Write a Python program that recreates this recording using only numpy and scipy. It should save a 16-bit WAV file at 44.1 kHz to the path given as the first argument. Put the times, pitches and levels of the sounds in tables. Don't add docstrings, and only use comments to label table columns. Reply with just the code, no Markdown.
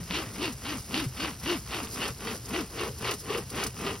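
import sys
import numpy as np
from scipy import signal
from scipy.fft import rfft, irfft
from scipy.io import wavfile

SR = 44100
rng = np.random.default_rng(int(sys.argv[2]) if len(sys.argv) > 2 else 0)


def int16_out(signal):
    q = np.round(np.clip(np.atleast_2d(signal).T, -1, 1) * 32767)
    wavfile.write(sys.argv[1], SR, q.astype(np.int16))


N = 176400
FILTER_SIZE = 8192
TIME_S, CONTROL_S = np.arange(N) / SR, np.arange(0, N / SR + .002, .001)
BINS_HZ = np.maximum(np.fft.rfftfreq(FILTER_SIZE, 1 / SR), 1)

# fastest moment in s, length in s, top tooth rate in Hz, drum in dB, thud in dB,
# hardest press in s, scrape before and after it in s, rasp in dB, deepest bite in s, tear in dB,
# links in dB.
PULLS = [(-.08, .27, 340, -33, -44, -.08, .15, .15, -40, -.08, -40, -45),
         (.185, .28, 342, -40, -42, .165, .13, .17, -41.5, .156, -34, -45),
         (.45, .24, 352, -34, -42, .448, .23, .115, -43, .446, -37, -45),
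         (.712, .27, 305, -38, -46, .707, .15, .14, -42.5, .692, -39, -45),
         (.992, .24, 335, -33, -40, .994, .16, .105, -41, .979, -34, -42),
         (1.245, .27, 330, -37, -45, 1.247, .15, .13, -40.5, 1.226, -37, -45),
         (1.51, .23, 362, -30, -43, 1.506, .136, .116, -39, 1.495, -37, -43),
         (1.775, .26, 348, -41, -46, 1.762, .134, .165, -41, 1.751, -40, -44),
         (2.04, .22, 370, -44, -42, 2.066, .23, .072, -39.5, 2.04, -38, -43),
         (2.295, .26, 250, -44, -43, 2.295, .148, .102, -40, 2.288, -43, -44),
         (2.575, .23, 342, -34, -42, 2.578, .17, .095, -39.5, 2.566, -45, -44),
         (2.82, .24, 360, -44, -42, 2.84, .17, .08, -41, 2.816, -42, -45),
         (3.085, .22, 412, -39, -44, 3.091, .15, .081, -38, 3.079, -38, -43),
         (3.345, .22, 450, -37, -42, 3.343, .155, .112, -41.5, 3.321, -44, -45),
         (3.605, .24, 400, -41, -41, 3.622, .156, .091, -39, 3.612, -42, -43),
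         (3.87, .28, 380, -45, -39, 3.89, .17, .11, -40.5, 3.881, -43, -45)]
(FASTEST_S, LENGTH_S, TOP_HZ, DRUM_DB, THUD_DB, PRESS_S,
 BEFORE_S, AFTER_S, RASP_DB, BITE_S, TEAR_DB, LINKS_DB) = np.transpose(PULLS)
HALF_S = LENGTH_S / 2
# frequency in Hz, level in dB.
FIBRE_SPECTRUM = [(600, -15), (1300, -5.5), (1650, -7), (2000, -4), (2400, -2), (2800, 2), (3100, -1.5),
                  (3400, -2.5), (3750, -4), (4400, -4.5), (5400, -8.5), (6500, -16), (10000, -23),
                  (15000, -32)]


def from_db(db):
    return 10 ** (np.asarray(db) / 20)


def unit_rms(x):
    return x / np.sqrt(np.mean(x ** 2) + 1e-20)


def at_samples(control):
    return np.interp(TIME_S, CONTROL_S, control)


def at_bins(points):
    hz, value = np.transpose(points)
    return np.interp(np.log(BINS_HZ), np.log(hz), value)


def filtered(x, response):
    kernel = np.roll(irfft(response), FILTER_SIZE // 2) * np.hanning(FILTER_SIZE)
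    return signal.oaconvolve(x, kernel)[FILTER_SIZE // 2:][:N]


def coloured(x, spectrum):
    cepstrum = irfft(np.log(unit_rms(from_db(at_bins(spectrum)))))
    cepstrum[1:FILTER_SIZE // 2] *= 2
    cepstrum[FILTER_SIZE // 2 + 1:] = 0
    return filtered(x, np.exp(rfft(cepstrum)))


def resonate(x, hz, width_hz):
    sos = signal.butter(2, [hz - width_hz / 2, hz + width_hz / 2], "band", fs=SR, output="sos")
    return signal.sosfilt(sos, x + 1e-18) * np.sqrt(SR / 2 / width_hz)


def drift(rate_hz):
    pole = np.exp(-2 * np.pi * rate_hz * CONTROL_S[1])
    noise = rng.standard_normal(len(CONTROL_S))
    return at_samples(unit_rms(signal.lfilter([1], [1, -2 * pole, pole * pole], noise)))


def grains(per_s, spread_db):
    sizes = from_db(spread_db * np.minimum(rng.exponential(1, N), 4)) * rng.choice([-1, 1], N)
    return unit_rms(sizes * (rng.random(N) < per_s / SR))


def decay(strikes, decay_s):
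    return signal.lfilter([1], [1, -np.exp(-1 / (decay_s * SR))], strikes + 1e-18)


def bursts(events, decay_s, rise_s):
    strikes = np.zeros(N)
    for start_s, db in events:
        strikes[int(start_s * SR)] += from_db(db) / 2
    return (decay(strikes, decay_s) - decay(strikes, rise_s)) * rng.standard_normal(N)


def arch(peak_s, rise_s, fall_s):
    position = (CONTROL_S - peak_s) / np.where(CONTROL_S < peak_s, rise_s, fall_s)
    return np.cos(np.pi / 2 * np.clip(position, -1, 1)).clip(0)


def swell(peak_s, rise_s, fall_s, level_db, exponent):
    pulls = np.broadcast(peak_s, rise_s, fall_s, level_db)
    return at_samples(sum(from_db(db) * arch(*timing) ** exponent for *timing, db in pulls))


def tooth_count():
    rates_hz = [hz * arch(at, half, half) ** 1.2 for at, half, hz in zip(FASTEST_S, HALF_S, TOP_HZ)]
    tooth_hz = at_samples(np.max(rates_hz, axis=0))
    return np.cumsum(tooth_hz * (1 + .06 * drift(90))) / SR


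def drum(teeth, overtone_db=-24, flutter_db=3, lag_s=.007):
    tone = np.sin(2 * np.pi * teeth) + from_db(overtone_db) * np.sin(4 * np.pi * teeth)
    gain = swell(FASTEST_S + lag_s, HALF_S, HALF_S, DRUM_DB, exponent=1.6)
    return unit_rms(tone * from_db(flutter_db * drift(45))) * gain


def tooth_force(teeth, uneven_db=4.6, drag=.75):
    enters = np.diff(np.floor(teeth), prepend=0) > 0
    bites = enters * from_db(uneven_db * np.clip(rng.standard_normal(N), -2, 2))
    return unit_rms(unit_rms(decay(bites, decay_s=.0018)) + drag)


def thud():
    # frequency in Hz, level in dB.
    spectrum = [(50, -20), (110, -3), (150, -3), (200, 1.5), (280, 0), (360, 0), (450, -4), (560, -12),
                (800, -22), (2000, -45)]
    gain = swell(FASTEST_S, BEFORE_S, HALF_S, THUD_DB, exponent=1.8)
    return coloured(grains(per_s=1500, spread_db=2.5) * gain, spectrum)


def rasp(force, idle_db=-56):
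    # frequency in Hz, level in dB.
    spectrum = [(250, -22), (520, -4), (700, -2), (900, -2), (1100, 1), (1420, -1), (1680, -7), (1950, -3),
                (2300, -5), (2800, -4), (3700, -12), (5000, -16), (15000, -40)]
    gain = swell(PRESS_S, BEFORE_S, AFTER_S, RASP_DB, exponent=2.1) + from_db(idle_db)
    return coloured(grains(per_s=12000, spread_db=2) * force * gain, spectrum)


def tear(force, half_bite_s=.135, idle_db=-58, swing_db=6, hiss_db=-1.2):
    # frequency in Hz, width in Hz, level in dB.
    modes = [(1900, 240, -23), (2800, 420, -14), (4390, 500, -19)]
    gain = swell(BITE_S, half_bite_s, half_bite_s, TEAR_DB, exponent=7) + from_db(idle_db)
    fibres = grains(per_s=16000, spread_db=2) * force * gain
    rings = sum(from_db(db + swing_db * np.tanh(drift(9))) * resonate(fibres, hz, width_hz)
                for hz, width_hz, db in modes)
    return rings + from_db(hiss_db) * coloured(fibres, FIBRE_SPECTRUM)


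def chain(idle_db=-48.3):
    # frequency in Hz, level in dB.
    spectrum = [(1500, -25), (3600, -10), (5100, 2), (6200, -1), (7400, -3), (8300, -2), (10000, -2),
                (12000, -5), (13500, -11.5), (15600, -6)]
    # centre in s, half length in s, level in dB.
    rattles = [(.345, .02, -45), (.535, .012, -46), (.79, .018, -42), (1.3, .015, -45), (1.442, .01, -42),
               (1.575, .015, -44), (1.845, .015, -43), (1.935, .028, -39), (2.36, .018, -44),
               (3.2, .014, -44), (3.385, .012, -42), (3.79, .02, -46)]
    # start in s, level in dB.
    clinks = [(1.04, -28), (2.0782, -22), (2.4558, -29), (2.4892, -28), (2.607, -27), (2.8769, -29),
              (2.9841, -30), (3.1093, -20), (3.1373, -23), (3.5004, -26), (3.6361, -17), (3.6661, -19)]
    power = swell(FASTEST_S, rise_s=.16, fall_s=.13, level_db=LINKS_DB, exponent=1.6) ** 2
    power += from_db(idle_db) ** 2
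    for centre_s, half_s, db in rattles:
        power += from_db(db) ** 2 * np.exp(-((TIME_S - centre_s) / half_s) ** 2)
    knocks = unit_rms(np.sqrt(decay(grains(per_s=1600, spread_db=2.6) ** 2, decay_s=.0011)))
    jingle = knocks * np.sqrt(power) * rng.standard_normal(N)
    return coloured(jingle + bursts(clinks, decay_s=.006, rise_s=.0009), spectrum)


def rumble(level_db=-44):
    # frequency in Hz, level in dB.
    spectrum = [(15, -50), (26, -38), (38, -19), (55, 1), (70, 1), (85, -6), (117, 1), (150, -10),
                (200, -9), (300, -17), (600, -24), (2000, -29), (15000, -42)]
    return from_db(level_db) * coloured(rng.standard_normal(N), spectrum)


def jolts(decay_s=.028):
    # start in s, level in dB, pitch in Hz.
    knocks = [(.003, -31, 175), (.104, -29, 185), (.53, -38, 135), (1.064, -27, 126), (1.875, -37, 110),
              (2.105, -36, 130), (2.89, -34, 135), (3.025, -35, 115), (3.435, -38, 105), (3.682, -36, 125)]
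    track, age_s = np.zeros(N + SR), TIME_S[:SR // 4]
    for start_s, db, hz in knocks:
        start = int(start_s * SR)
        ring = np.sin(2 * np.pi * hz * age_s) * np.exp(-age_s / decay_s)
        track[start:start + len(ring)] += from_db(db) * ring
    return track[:N]


def snaps():
    # start in s, level in dB.
    cracks = [(.109, -19), (.174, -22), (.4284, -23), (.9432, -16), (.9772, -17), (.999, -18),
              (1.2017, -23), (1.496, -22), (1.556, -24), (1.708, -28), (1.872, -29), (2.5491, -26),
              (3.0455, -24)]
    return coloured(bursts(cracks, decay_s=.002, rise_s=.00005), FIBRE_SPECTRUM)


def hollow_ring():
    # frequency in Hz, width in Hz, level in dB.
    modes = [(430, 80, 0), (824, 120, -14), (1090, 200, -7.5)]
    # time in s, level in dB.
    growth = [(1.6, -52), (2.1, -43), (2.55, -44), (2.85, -39), (3.1, -41), (3.35, -35.5), (3.65, -43),
              (3.9, -42)]
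    gain = swell(PRESS_S, BEFORE_S, AFTER_S, level_db=0, exponent=1.8)
    gain *= from_db(np.interp(TIME_S, *np.transpose(growth)))
    knocks = grains(per_s=2500, spread_db=1.5) * gain
    return sum(from_db(db) * resonate(knocks, hz, width_hz) for hz, width_hz, db in modes)


def catches():
    # start in s, level in dB, pitch in Hz.
    chatter = [(2.33, -33, 490), (2.868, -28, 460), (3.345, -26, 440)]
    return sum(resonate(bursts([(start_s, db)], decay_s=.024, rise_s=.003), hz, width_hz=110)
               for start_s, db, hz in chatter)


def wood_echo(saw, send_db=-8, t60_s=.055, gap_s=.003, paths=3):
    # frequency in Hz, gain in dB.
    tilt = [(100, -16), (400, -10), (900, -2), (6000, 1)]
    age_s = TIME_S[:SR // 8]
    echoes = rng.standard_normal((paths, 2, len(age_s))) * from_db(-60 * age_s / t60_s) * (age_s > gap_s)
    echoes /= np.linalg.norm(echoes, axis=-1, keepdims=True)
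    shares = np.array([drift(3) for _ in echoes])
    shares /= np.linalg.norm(shares, axis=0)
    sent = filtered(saw, from_db(send_db + at_bins(tilt)))
    return sum(np.array([signal.oaconvolve(sent * share, ear)[:N] for ear in echo])
               for share, echo in zip(shares, echoes))


def microphones(x):
    # frequency in Hz, lead of left in radians.
    phase = [(20, 0), (1800, 0), (2500, .8), (2950, .8), (3700, .2), (4400, .65), (4900, 0), (5400, .15),
             (7000, 3.1), (8150, 3.2), (10400, 6.25), (11600, 6.3), (13300, 9.4), (15000, 9.5),
             (16000, 10.5)]
    # frequency in Hz, left minus right in dB.
    balance = [(60, 0), (130, .8), (330, 2.3), (750, 3), (1500, 0), (2100, 0), (3100, 2.4), (4200, -1),
               (5200, 0)]
    left = np.exp(.5j * at_bins(phase)) * from_db(at_bins(balance) / 2)
    return np.array([filtered(x, left), filtered(x, 1 / left)])


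def scene():
    teeth = tooth_count()
    saw = drum(teeth)
    force = tooth_force(teeth)
    saw += thud() + rasp(force) + tear(force) + hollow_ring()
    saw += snaps() + catches() + jolts() + chain()
    return microphones(saw + rumble()) + wood_echo(saw)


def record(dry):
    cutoff_hz = 15800
    response = 1 / np.sqrt(1 + (BINS_HZ / cutoff_hz) ** 400)
    return np.array([filtered(side, response) for side in dry])


dry = scene()
out = record(dry)
int16_out(out)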